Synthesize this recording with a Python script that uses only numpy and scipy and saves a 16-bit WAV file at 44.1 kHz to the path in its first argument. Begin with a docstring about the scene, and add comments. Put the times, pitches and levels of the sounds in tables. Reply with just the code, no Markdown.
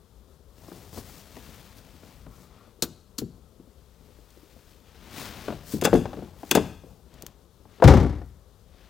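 """Car door shut in a garage

Inside a parked car a sleeve rustles, a switch clicks twice among fainter ticks, the door latch is worked
and the trim knocks. Then the door is pulled shut: the latch catches, the panel and the cabin air boom, and
the thunk overloads the microphone. Contacts are decaying noise bands and sine modes; cloth, leather
and the quiet garage are coloured noise under moving gains.
"""
import sys
import numpy as np
from scipy import signal
from scipy.fft import rfft, irfft, next_fast_len
from scipy.io import wavfile
from scipy.ndimage import uniform_filter1d, map_coordinates

SR = 44100
rng = np.random.default_rng(int(sys.argv[2]) if len(sys.argv) > 2 else 0)


def waveform_to_disk(signal):
    """Save audio, clipped to [-1, 1], as 16-bit WAV at the path in sys.argv[1]."""
    frames = np.transpose(np.atleast_2d(signal))
    scaled = np.clip(frames, -1, 1) * 32767
    samples = np.round(scaled).astype(np.int16)
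    wavfile.write(sys.argv[1], SR, samples)


N = 392181  # samples

# All table levels are relative: each is mixed further below. t60 is the time to fall by 60 dB.


def amp(db):
    """Decibels to gain."""
    return 10 ** (np.asarray(db) / 20)


def unit(x):
    """x at rms 1."""
    return x / np.sqrt(np.mean(x ** 2) + 1e-20)


def along(points, hz):
    """(Hz, value) points read on a log frequency axis."""
    f, v = np.transpose(points)
    return np.interp(np.log(hz + 1), np.log(f + 1), v)


def wobble(knots_per_s):
    """A smooth random curve through normally distributed knots."""
    knots = rng.standard_normal(int(N * knots_per_s / SR) + 4)
    return map_coordinates(knots, [np.arange(N) * knots_per_s / SR])


def filtered(x, response):
    """x times a response of frequency, padded by half a second."""
    size = next_fast_len(N + SR // 2)
    hz = np.fft.rfftfreq(size, 1 / SR)
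    return irfft(rfft(x, size) * response(hz), size)[..., :N]


def noise(spectrum):
    """Steady coloured noise of rms 1."""
    return unit(filtered(rng.standard_normal(N), lambda hz: amp(along(spectrum, hz))))


def swells(rows):
    """A gain curve of swells, each with a bell-shaped rise and fall; overlapping ones add in power."""
    t = np.arange(0, N, 64) / SR
    power = np.zeros(len(t))
    for s, rise_s, fall_s, db in rows:
        bell = np.exp(-((t - s) / np.where(t < s, rise_s, fall_s)) ** 2)
        power += (amp(db) * bell) ** 2
    return np.interp(np.arange(N) / SR, t, np.sqrt(power))


def strike(x):
    """x scaled so that its loudest 10 ms have rms 1."""
    return x / np.sqrt(uniform_filter1d(x * x, SR // 100).max() + 1e-20)


def burst(spectrum, decay, life=1, size=32768, count=10):
    """Countless close modes struck at once: octave bands of noise, each dying at its own speed."""
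    t, hz = np.arange(size) / SR, np.fft.rfftfreq(size, 1 / SR)
    centres_hz = 32 * 2. ** np.arange(count)
    share = np.clip(1 - abs(np.log2((hz + 1) / centres_hz[:, None])), 0, 1)
    bands = irfft(share * amp(along(spectrum, hz)) * rfft(rng.standard_normal(size)))
    # low modes need part of a cycle to start
    rise = 1 - np.exp(-t * np.minimum(2 * centres_hz, 2000)[:, None])
    t60_s = np.maximum(along(decay, centres_hz) * life, .005)
    fade = np.exp(-np.log(1000) * t / t60_s[:, None])
    return strike((bands * rise * fade).sum(0))


def ring(modes, scatter_db, detune, life=1, size=32768):
    """The strong modes of a part; every blow shares its force out among them anew."""
    t = np.arange(size) / SR
    hz, db, t60_s = np.transpose(modes)[:, :, None]
    level, pitch = rng.standard_normal((2, len(modes), 1))
    sign = rng.choice([-1, 1], (len(modes), 1))
    gain = sign * amp(db + scatter_db * level)
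    fade = np.exp(-np.log(1000) * t / np.maximum(t60_s * life, .005))
    return strike((gain * fade * np.sin(2 * np.pi * hz * (1 + detune * pitch) * t)).sum(0))


def add(track, s, sound):
    """Lay a sound into the track at time s."""
    part = track[round(s * SR):][:len(sound)]
    part += sound[:len(part)]


# Contacts of the closing door: latch, seal, air cushion, landing.
# Each row: start in seconds, panel level in dB, boom level in dB, rattle level in dB.
DOOR_CONTACTS = [(7.8225, -11, -36.5, -38.5), (7.839, -13.5, -16, -25.5), (7.856, -42.5, -16.5, -47.5),
                 (7.875, -7.5, -13.5, -20.5)]
# First shudder on the seal: panel, boom and rattle level in dB.
SHUDDER_DB = [-10, -14.5, -29.5]
# Fade of the shudders: panel, boom and rattle in dB per second.
SHUDDER_FADE_DB_PER_S = [135.5, 122, 120]
SHUDDER_INTERVAL_S, SHUDDER_JITTER_S = .031, .002


def shudders(count=11):
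    """The landed door's dying blows on its seal as (s, panel dB, boom dB, rattle dB)."""
    first_s = DOOR_CONTACTS[-1][0] + SHUDDER_INTERVAL_S
    ages_s = SHUDDER_INTERVAL_S * np.arange(count) + SHUDDER_JITTER_S * rng.standard_normal(count)
    fade = np.array(SHUDDER_FADE_DB_PER_S)
    return [(first_s + age_s, *(np.array(SHUDDER_DB) - age_s * fade)) for age_s in ages_s]


# Door panel resonances. Each row: frequency in Hz, level in dB, t60 in seconds before scaling.
PANEL_MODES = [(236, -14.5, 0.45), (273, 0.5, .3), (298.7, 2, .2), (401, -6.5, 0.242), (507, 9, 0.083),
               (564, -1, 0.16), (660, -18.5, 0.17), (726, -12.5, 0.21), (807.5, 0.5, 0.11), (876, -9.5, .2),
               (1170, -16, .16), (1700, -17.5, 0.1)]
# Cabin air and roof resonances. Each row: frequency in Hz, level in dB, t60 in seconds.
CABIN_MODES = [(38.2, -20, .4), (59.2, -1, .55), (78.6, -1, 0.56), (97.4, -4.5, 0.396), (114.6, 1.5, .4),
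               (143.8, 0.5, 0.47), (174.4, -5, 0.37), (226, -7, 0.24), (275.7, -8.5, 0.35),
               (305.2, -7, 0.3)]
# Colours of sheet metal, boom and rattling fittings. Each row: frequency in Hz, density in dB per Hz.
SHEET_COLOUR = [(100, -10), (250, 5), (550, 4.5), (850, 4), (1300, -2.5), (2200, -23.5), (4000, -54),
                (9000, -71)]
BOOM_COLOUR = [(20, -38.5), (40, -14), (70, -2), (150, 0), (300, -3.5), (500, -12), (1200, -56)]
RATTLE_COLOUR = [(500, -16), (1100, 4.5), (1600, -1), (2150, 2.5), (2500, -6), (3400, -6), (6000, -10),
                 (9000, -18.5), (12000, -21), (15000, -20.5)]
# Decay of the door. Each row: frequency in Hz, t60 in seconds before scaling.
DOOR_DECAY = [(60, 0.33), (250, 0.39), (800, 0.17), (3000, 0.37), (7000, 0.27), (14000, 0.12)]
STRIKER_S, STRIKER_DB = 7.8225, -13.5
SEAL_S, SEAL_DB, SEAL_RISE_S = 7.84, -5, 0.024
SURGE_S, SURGE_DB, SURGE_WIDTH_S = 7.865, -1, 0.0038


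def door():
    """Latch catches, door lands and shudders on its seal: panel rings, cabin booms, fittings rattle."""
    out = np.zeros(N)
    for s, panel_db, boom_db, rattle_db in DOOR_CONTACTS + shudders():
        panel = amp(-6) * ring(PANEL_MODES, scatter_db=1.0, detune=0.0015)
        panel += amp(-7.5) * burst(SHEET_COLOUR, DOOR_DECAY, life=0.52)
        boom = burst(BOOM_COLOUR, DOOR_DECAY, life=0.81)
        rattle = burst(RATTLE_COLOUR, DOOR_DECAY, life=0.48)
        add(out, s, amp(panel_db) * panel + amp(boom_db) * boom + amp(rattle_db) * rattle)

    # the striker meets the latch: a hard clunk with no bass
    clunk_colour = [(300, -31), (520, 4.5), (820, 1), (1150, -13.0), (2000, -15.5), (2600, -44.0),
                    (9000, -51.5)]
    add(out, STRIKER_S, amp(STRIKER_DB) * burst(clunk_colour, [(800, 0.11)]))

    # the seal squeezes the trapped air, so its modes build up over a few cycles
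    air = ring(CABIN_MODES, scatter_db=.4, detune=.002)
    build_up = 1 - np.exp(-np.arange(len(air)) / SR / SEAL_RISE_S)
    add(out, SEAL_S, amp(SEAL_DB) * strike(air * build_up))

    # as the seal shuts, the pressure dips, surges once and dips again
    u = (np.arange(N) / SR - SURGE_S) / SURGE_WIDTH_S
    surge = (1 - 2 * u ** 2) * np.exp(-u ** 2)
    return out + amp(SURGE_DB) * surge


# Contacts in the door latch. Each row: start in seconds, level in dB, crack t60 in seconds before scaling.
LATCH_CONTACTS = [(5.8128, -24.5, 0.093), (5.8234, -35.5, 0.021), (5.8374, -23, 0.11), (5.8454, -16, 0.087),
                  (5.8517, -10.5, 0.065), (5.9399, -28.5, 0.043), (5.9564, -32.5, 0.44),
                  (6.5088, -29, 0.043), (6.512, -6, 0.05), (6.5505, -11, 0.1)]
# Steel resonances. Each row: frequency in Hz, level in dB, t60 in seconds.
STEEL_MODES = [(2694, -13.5, .05), (3436, -9.5, .07), (4900, -19.5, 0.042), (6260, -2, 0.032),
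               (9157, -28, 0.053), (9400, -29.5, 0.073), (11800, -27, 0.055), (13790, -36, 0.11),
               (14400, -15.5, 0.04), (15640, -31, 0.05)]
# Colours of the crack and of a hard contact's first instant. Each row: frequency in Hz, density in dB per Hz.
CRACK_COLOUR = [(880, -27), (1500, -0.5), (2230, -10), (2720, 2), (3030, -10), (3410, 3.5), (4040, -12.5),
                (4970, -1), (5540, -11), (6180, -3.5), (10300, -10.5), (14300, -14.5), (16000, -25)]
SPIKE_COLOUR = [(500, -12), (1500, -1), (4000, -2), (7000, 0.5), (11000, -3), (14500, 3), (16000, 0)]


def latch():
    """Steel parts of the latch meet with a spike, a crack and a short ring."""
    out = np.zeros(N)
    for s, db, t60_s in LATCH_CONTACTS:
        crack = burst(CRACK_COLOUR, [(2000, 1.1), (15000, 0.57)], life=t60_s)
        steel = ring(STEEL_MODES, scatter_db=2, detune=.002)
        spike = burst(SPIKE_COLOUR, [(1000, .016)])
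        add(out, s, amp(db - 11.5) * crack + amp(db - 19.5) * steel + amp(db - 14.0) * spike)
    return out


# Knocks on the trim.
# Each row: start in seconds, thud level in dB, clack in dB relative to that level, number of rebounds.
TRIM_KNOCKS = [(.683, -36.5, -7, 0), (.717, -31.5, -11.5, 0), (.929, -39.5, -5.5, 0),
               (.974, -31.5, -4.5, 0), (1.367, -35, -4, 0), (2.032, -43, -6, 0), (2.265, -39, -4.5, 0),
               (2.825, -18, -14, 0), (3.185, -26, -28.5, 0), (3.216, -23.5, -26, 0), (3.597, -36, -23.5, 0),
               (5.482, -21.5, -4.5, 2), (5.737, -16, -29.5, 0), (5.822, -15.5, -9.5, 0), (5.85, -11, -6, 1),
               (5.9295, -5, -10.5, 1), (6.055, -28.5, 0.5, 0), (6.131, -30.5, -3, 0), (6.17, -28, -12.5, 1),
               (6.222, -29, -15.5, 0), (6.432, -31, -3.5, 0), (6.512, -16, -4, 0), (6.5514, -5.5, -6.5, 1),
               (6.836, -38.5, -20, 0), (7.23, -36.5, -16.5, 0), (7.653, -46.5, -3, 0),
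               (7.8, -32.5, -5.5, 0), (8.047, -19.5, -13, 0), (8.216, -42.5, -0.5, 0)]
REBOUND_S, REBOUND_LOSS_DB = .021, 3.5


def rebounds():
    """Loose trim strikes again, weaker each time: every blow as (s, thud dB, clack dB)."""
    blows = []
    for s, db, clack_db, again in TRIM_KNOCKS:
        for k in range(round(again) + 1):
            blows.append((s + k * REBOUND_S, db - k * REBOUND_LOSS_DB, clack_db))
    return blows


# Trim resonances. Each row: frequency in Hz, level in dB, t60 in seconds before scaling.
TRIM_MODES = [(183.6, -18.5, .16), (227.7, -5, .16), (295.4, 0.5, 0.11), (366.5, -5.5, 0.076),
              (446.7, -6.5, 0.22), (580, -4.5, 0.08), (716, -4, 0.087)]
# Colours of thud and clack. Each row: frequency in Hz, density in dB per Hz.
THUD_COLOUR = [(30, -31.5), (70, -18.5), (150, -10), (230, -3), (400, -0.5), (620, -11.5), (900, -23),
               (2000, -59.5)]
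CLACK_COLOUR = [(350, -21.5), (600, 5.5), (850, 3.5), (1400, -3), (2200, -11.5), (3500, -15.5),
                (7000, -27.5), (16000, -46.5)]
# Decay of the trim. Each row: frequency in Hz, t60 in seconds before scaling.
TRIM_DECAY = [(80, 0.65), (300, 0.088), (800, .09), (2500, 0.062), (10000, .04)]
LIFE_DB_PER_FORCE_DB, LIFE_DB_PER_CLACK_DB = 0.14, 0.071  # weak or soft contacts ring shorter


def knocks():
    """Hollow trim thuds when bumped; a soft contact dulls the thud, a hard one adds a clack."""
    out = np.zeros(N)
    upper_panel = [mode for mode in PANEL_MODES if mode[0] > 480]
    for s, db, clack_db in rebounds():
        life = amp(LIFE_DB_PER_FORCE_DB * db + LIFE_DB_PER_CLACK_DB * clack_db)
        thud = amp(-5.5) * burst(THUD_COLOUR, TRIM_DECAY, life)
        thud += amp(-6.0) * ring(TRIM_MODES, scatter_db=3.5, detune=0.025, life=life)
        corner_hz = np.clip(1100 * amp(0.33 * clack_db), 300, 2000)
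        dull = signal.butter(4, corner_hz, fs=SR, output="sos")
        thud = strike(signal.sosfilt(dull, thud))
        clack = amp(-6.5) * burst(CLACK_COLOUR, TRIM_DECAY, life)
        clack += amp(-8.5) * ring(upper_panel, scatter_db=6.0, detune=0.037, life=0.52 * life)
        add(out, s, amp(db - 7.5) * thud + amp(db + clack_db) * clack)
    return out


# Switch clicks and tiny ticks.
# Each row: start in seconds, body level in dB, t60 in seconds before scaling, contact spike level in dB.
SWITCH_CLICKS = [(1.367, -46, .05, -60), (2.8226, -11, 0.084, -31), (3.182, -23.5, 0.11, -51),
                 (3.1854, -22, 0.049, -43), (4.304, -49.5, 0.029, -77), (7.14, -48, .04, -73),
                 (7.2227, -40, .049, -40.5), (7.265, -38.5, 0.057, -37.5)]
# Switch resonances. Each row: frequency in Hz, level in dB, t60 in seconds before scaling.
TOGGLE_MODES = [(1345, -11, .07), (4360, 5, 0.057), (4425, -10.5, .05), (5780, 1, .045),
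                (6570, -2.5, 0.051), (6911, 2.5, 0.082), (14440, -4, .035)]
# Colour of the snap. Each row: frequency in Hz, density in dB per Hz.
SNAP_COLOUR = [(600, -27), (1350, -6.5), (2100, -19), (3200, -7.5), (4300, 2), (5400, -3.5), (6900, 0),
               (9900, -8.5), (12500, -9), (14900, -8), (16000, -9)]


def switch():
    """A sprung plastic switch snaps over: a sharp spike, then a bright crack with a trace of ring."""
    out = np.zeros(N)
    for s, db, t60_s, spike_db in SWITCH_CLICKS:
        crack = burst(SNAP_COLOUR, [(1500, 1.4), (6000, 0.47), (15000, 1.03)], life=t60_s)
        spring = ring(TOGGLE_MODES, scatter_db=1.5, detune=.01, life=t60_s / .2)
        spike = burst(SPIKE_COLOUR, [(1000, 0.0061)])
        add(out, s, amp(db - 10.5) * crack + amp(db - 15.5) * spring)
        add(out, s, amp(spike_db) * spike)
    return out


# Strokes of a sleeve over the seat.
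# Each row: peak in seconds, rise in seconds, fall in seconds, rub in dB, fizz in dB, scuff in dB.
SLEEVE_STROKES = [(.72, 0.13, 0.28, -54.5, -56.5, -50.5), (.98, 0.056, 0.033, -48, -45.5, -44),
                  (1.11, 0.13, 0.16, -50.5, -52.5, -53), (1.47, 0.27, 0.24, -51, -57, -56.5),
                  (1.785, 0.026, 0.014, -55, -55, -69), (2.08, 0.9, 0.19, -55.5, -63, -57),
                  (2.4, 0.1, 0.079, -59, -60, -58), (2.62, 0.22, 0.1, -60, -76, -57.5),
                  (4.7, 0.74, 0.12, -59.5, -65.5, -69), (5.19, 0.06, .11, -38, -45.5, -54),
                  (5.42, 0.39, 0.19, -42.5, -54.5, -49.5), (5.73, 0.058, 0.048, -46, -42, -62),
                  (6.08, 0.61, 0.32, -54, -64, -48), (6.52, 0.13, .2, -53, -55, -57),
                  (6.9, 0.12, .12, -76, -67.5, -56.5), (7.19, 0.092, 0.13, -56.5, -76, -54),
                  (7.77, 0.098, 0.11, -57, -74, -69.5), (8.27, .05, .04, -78, -70, -72),
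                  (8.87, .16, .1, -57, -78.5, -70.5)]
# Colours of rub, fizz and pressed cloth. Each row: frequency in Hz, density in dB per Hz.
CLOTH_COLOUR = [(60, -9), (200, 4.5), (450, -2), (900, -4), (1400, -4.5), (2200, -6), (3500, -6.5),
                (6000, -14), (11000, -28.5), (14300, -21.5), (16000, -24)]
FIZZ_COLOUR = [(2000, -22), (4500, -0.5), (7000, -2), (11500, -5.5), (14500, -2.5), (16000, -2)]
SCUFF_COLOUR = [(30, -4.5), (80, 9.5), (180, 2.5), (350, -3), (700, -7), (1100, -12), (1800, -35),
                (5000, -29), (16000, -47.5)]


def sleeve():
    """Cloth slides on leather: soft rub, fine fizz, duller scuffs where it presses; all catch unevenly."""
    grip = amp(0.69 * wobble(25) + 1.4 * wobble(300))
    rub_gain, fizz_gain, scuff_gain = [
        swells([(*row[:3], row[column]) for row in SLEEVE_STROKES]) for column in (3, 4, 5)]
    rub = rub_gain * noise(CLOTH_COLOUR)
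    fizz = fizz_gain * noise(FIZZ_COLOUR)
    scuff = scuff_gain * noise(SCUFF_COLOUR)
    return grip * (amp(-4) * rub + fizz + amp(1.3 * wobble(60)) * scuff)


# Weight shifting in the seat, then leather chafing in a narrow band.
# Each row: peak in seconds, rise in seconds, fall in seconds, level in dB.
WEIGHT_SHIFTS = [(.98, 0.039, 0.058, -47), (2.3, 0.1, .07, -50), (5.5, .26, 0.2, -52.5),
                 (5.96, .06, .08, -31.5), (6.17, .085, 0.077, -50)]
LEATHER_CHAFES = [(2.29, 0.033, 0.17, -62.5), (2.6, 0.078, 0.078, -62.5)]


def seat():
    """Shifting weight rumbles through the car's body and makes the leather chafe."""
    rumble = noise([(20, -22.5), (45, -2.0), (80, -1.5), (120, -7.5), (200, -11.0), (400, -50)])
    leather = noise([(700, -19), (1100, 3), (1350, 3), (1600, -13), (2300, -12), (3000, -30), (8000, -45)])
    chafe = swells(LEATHER_CHAFES) * amp(3.4 * wobble(70)) * leather
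    return swells(WEIGHT_SHIFTS) * rumble + chafe


def bumps(count=60):
    """Faint soft bumps of someone shifting about, at chance moments: short, dulled trim rings."""
    out = np.zeros(N)
    for when, force in rng.random((count, 2)):
        bump = ring(TRIM_MODES, scatter_db=5.0, detune=0.14, life=0.34, size=8192)
        add(out, when * N / SR, amp(-59 + 10.0 * force) * bump)
    return signal.sosfilt(signal.butter(3, 560, fs=SR, output="sos"), out)


# Decay of the garage. Each row: frequency in Hz, t60 in seconds.
GARAGE_DECAY = [(100, 0.61), (500, 0.37), (2000, 0.65), (6000, 0.57), (14000, .36)]


def garage(x):
    """A faint tail from the walls around the car: x convolved with a noise burst, 10 ms late."""
    tail = burst([(60, 1.5), (400, 0), (3000, -3), (15000, -7.5)], GARAGE_DECAY)
    delayed = np.pad(x, (SR // 100, 0))
    return signal.fftconvolve(delayed, tail / np.linalg.norm(tail))[:N]


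# Colours of the faint hiss and of the drone. Each row: frequency in Hz, density in dB per Hz.
QUIET_COLOUR = [(12, -51.5), (20, -23.5), (36, -6), (60, 0), (130, -13.5), (154, -11), (193, -12),
                (337, -28), (388, -17.5), (698, -26.5), (2390, -41.5), (3440, -34.5), (12100, -43.5),
                (14300, -40), (16000, -52.5)]
HUM_COLOUR = [(35, -41), (48, -14.5), (57, 4.5), (66, -11), (90, -45.5)]


def background():
    """The quiet garage: a low wavering drone, a restless murmur of air and a faint hiss."""
    drone = amp(-64 + 1.5 * wobble(1.8)) * noise(HUM_COLOUR)
    murmur = noise([(100, -27.5), (220, -5), (480, -0.5), (700, -12.0), (1300, -10.5), (1800, -29.0)])
    air = amp(-67.5 + wobble(15)) * murmur
    quiet = amp(-57 + .7 * wobble(21)) * noise(QUIET_COLOUR)
    return quiet + drone + air


def scene():
    """Everything leans left, the background most of all; a faint even hiss lies under it."""
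    slam, clatter, clicks = door(), latch() + knocks(), switch()
    echo = garage(amp(-19) * slam + amp(-18.5) * clatter + amp(-24.5) * clicks)
    near = slam + clatter + clicks + seat() + echo
    far = background() + bumps()
    hiss = amp(-85.5) * np.array([noise(FIZZ_COLOUR), noise(FIZZ_COLOUR)])
    # pan gains in dB: left, right
    return near * amp([[2.5], [-3.5]]) + sleeve() * amp([[2.8], [-4.5]]) + far * amp([[4], [-8]]) + hiss


BAND_LIMIT_HZ = 16200


def squash(x, limit):
    """Smooth saturation: nearly linear when quiet, flattening towards the limit."""
    return x / (1 + abs(x / limit) ** 6) ** (1 / 6)


def record(dry):
    """The microphone flattens the thunk's peaks, sheds the deepest bass and stops at its band limit."""
    top = amp([[0], [-6]])  # the right channel flattens 6 dB lower
    loaded = squash(dry, top * amp(-.5))
    coupled = signal.sosfilt(signal.butter(2, 28, "highpass", fs=SR, output="sos"), loaded)
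    flattened = squash(coupled * amp(.8), top * amp(.8))
    return filtered(flattened, lambda hz: 1 / (1 + (hz / BAND_LIMIT_HZ) ** 120))


dry = scene()
out = record(dry)
waveform_to_disk(out)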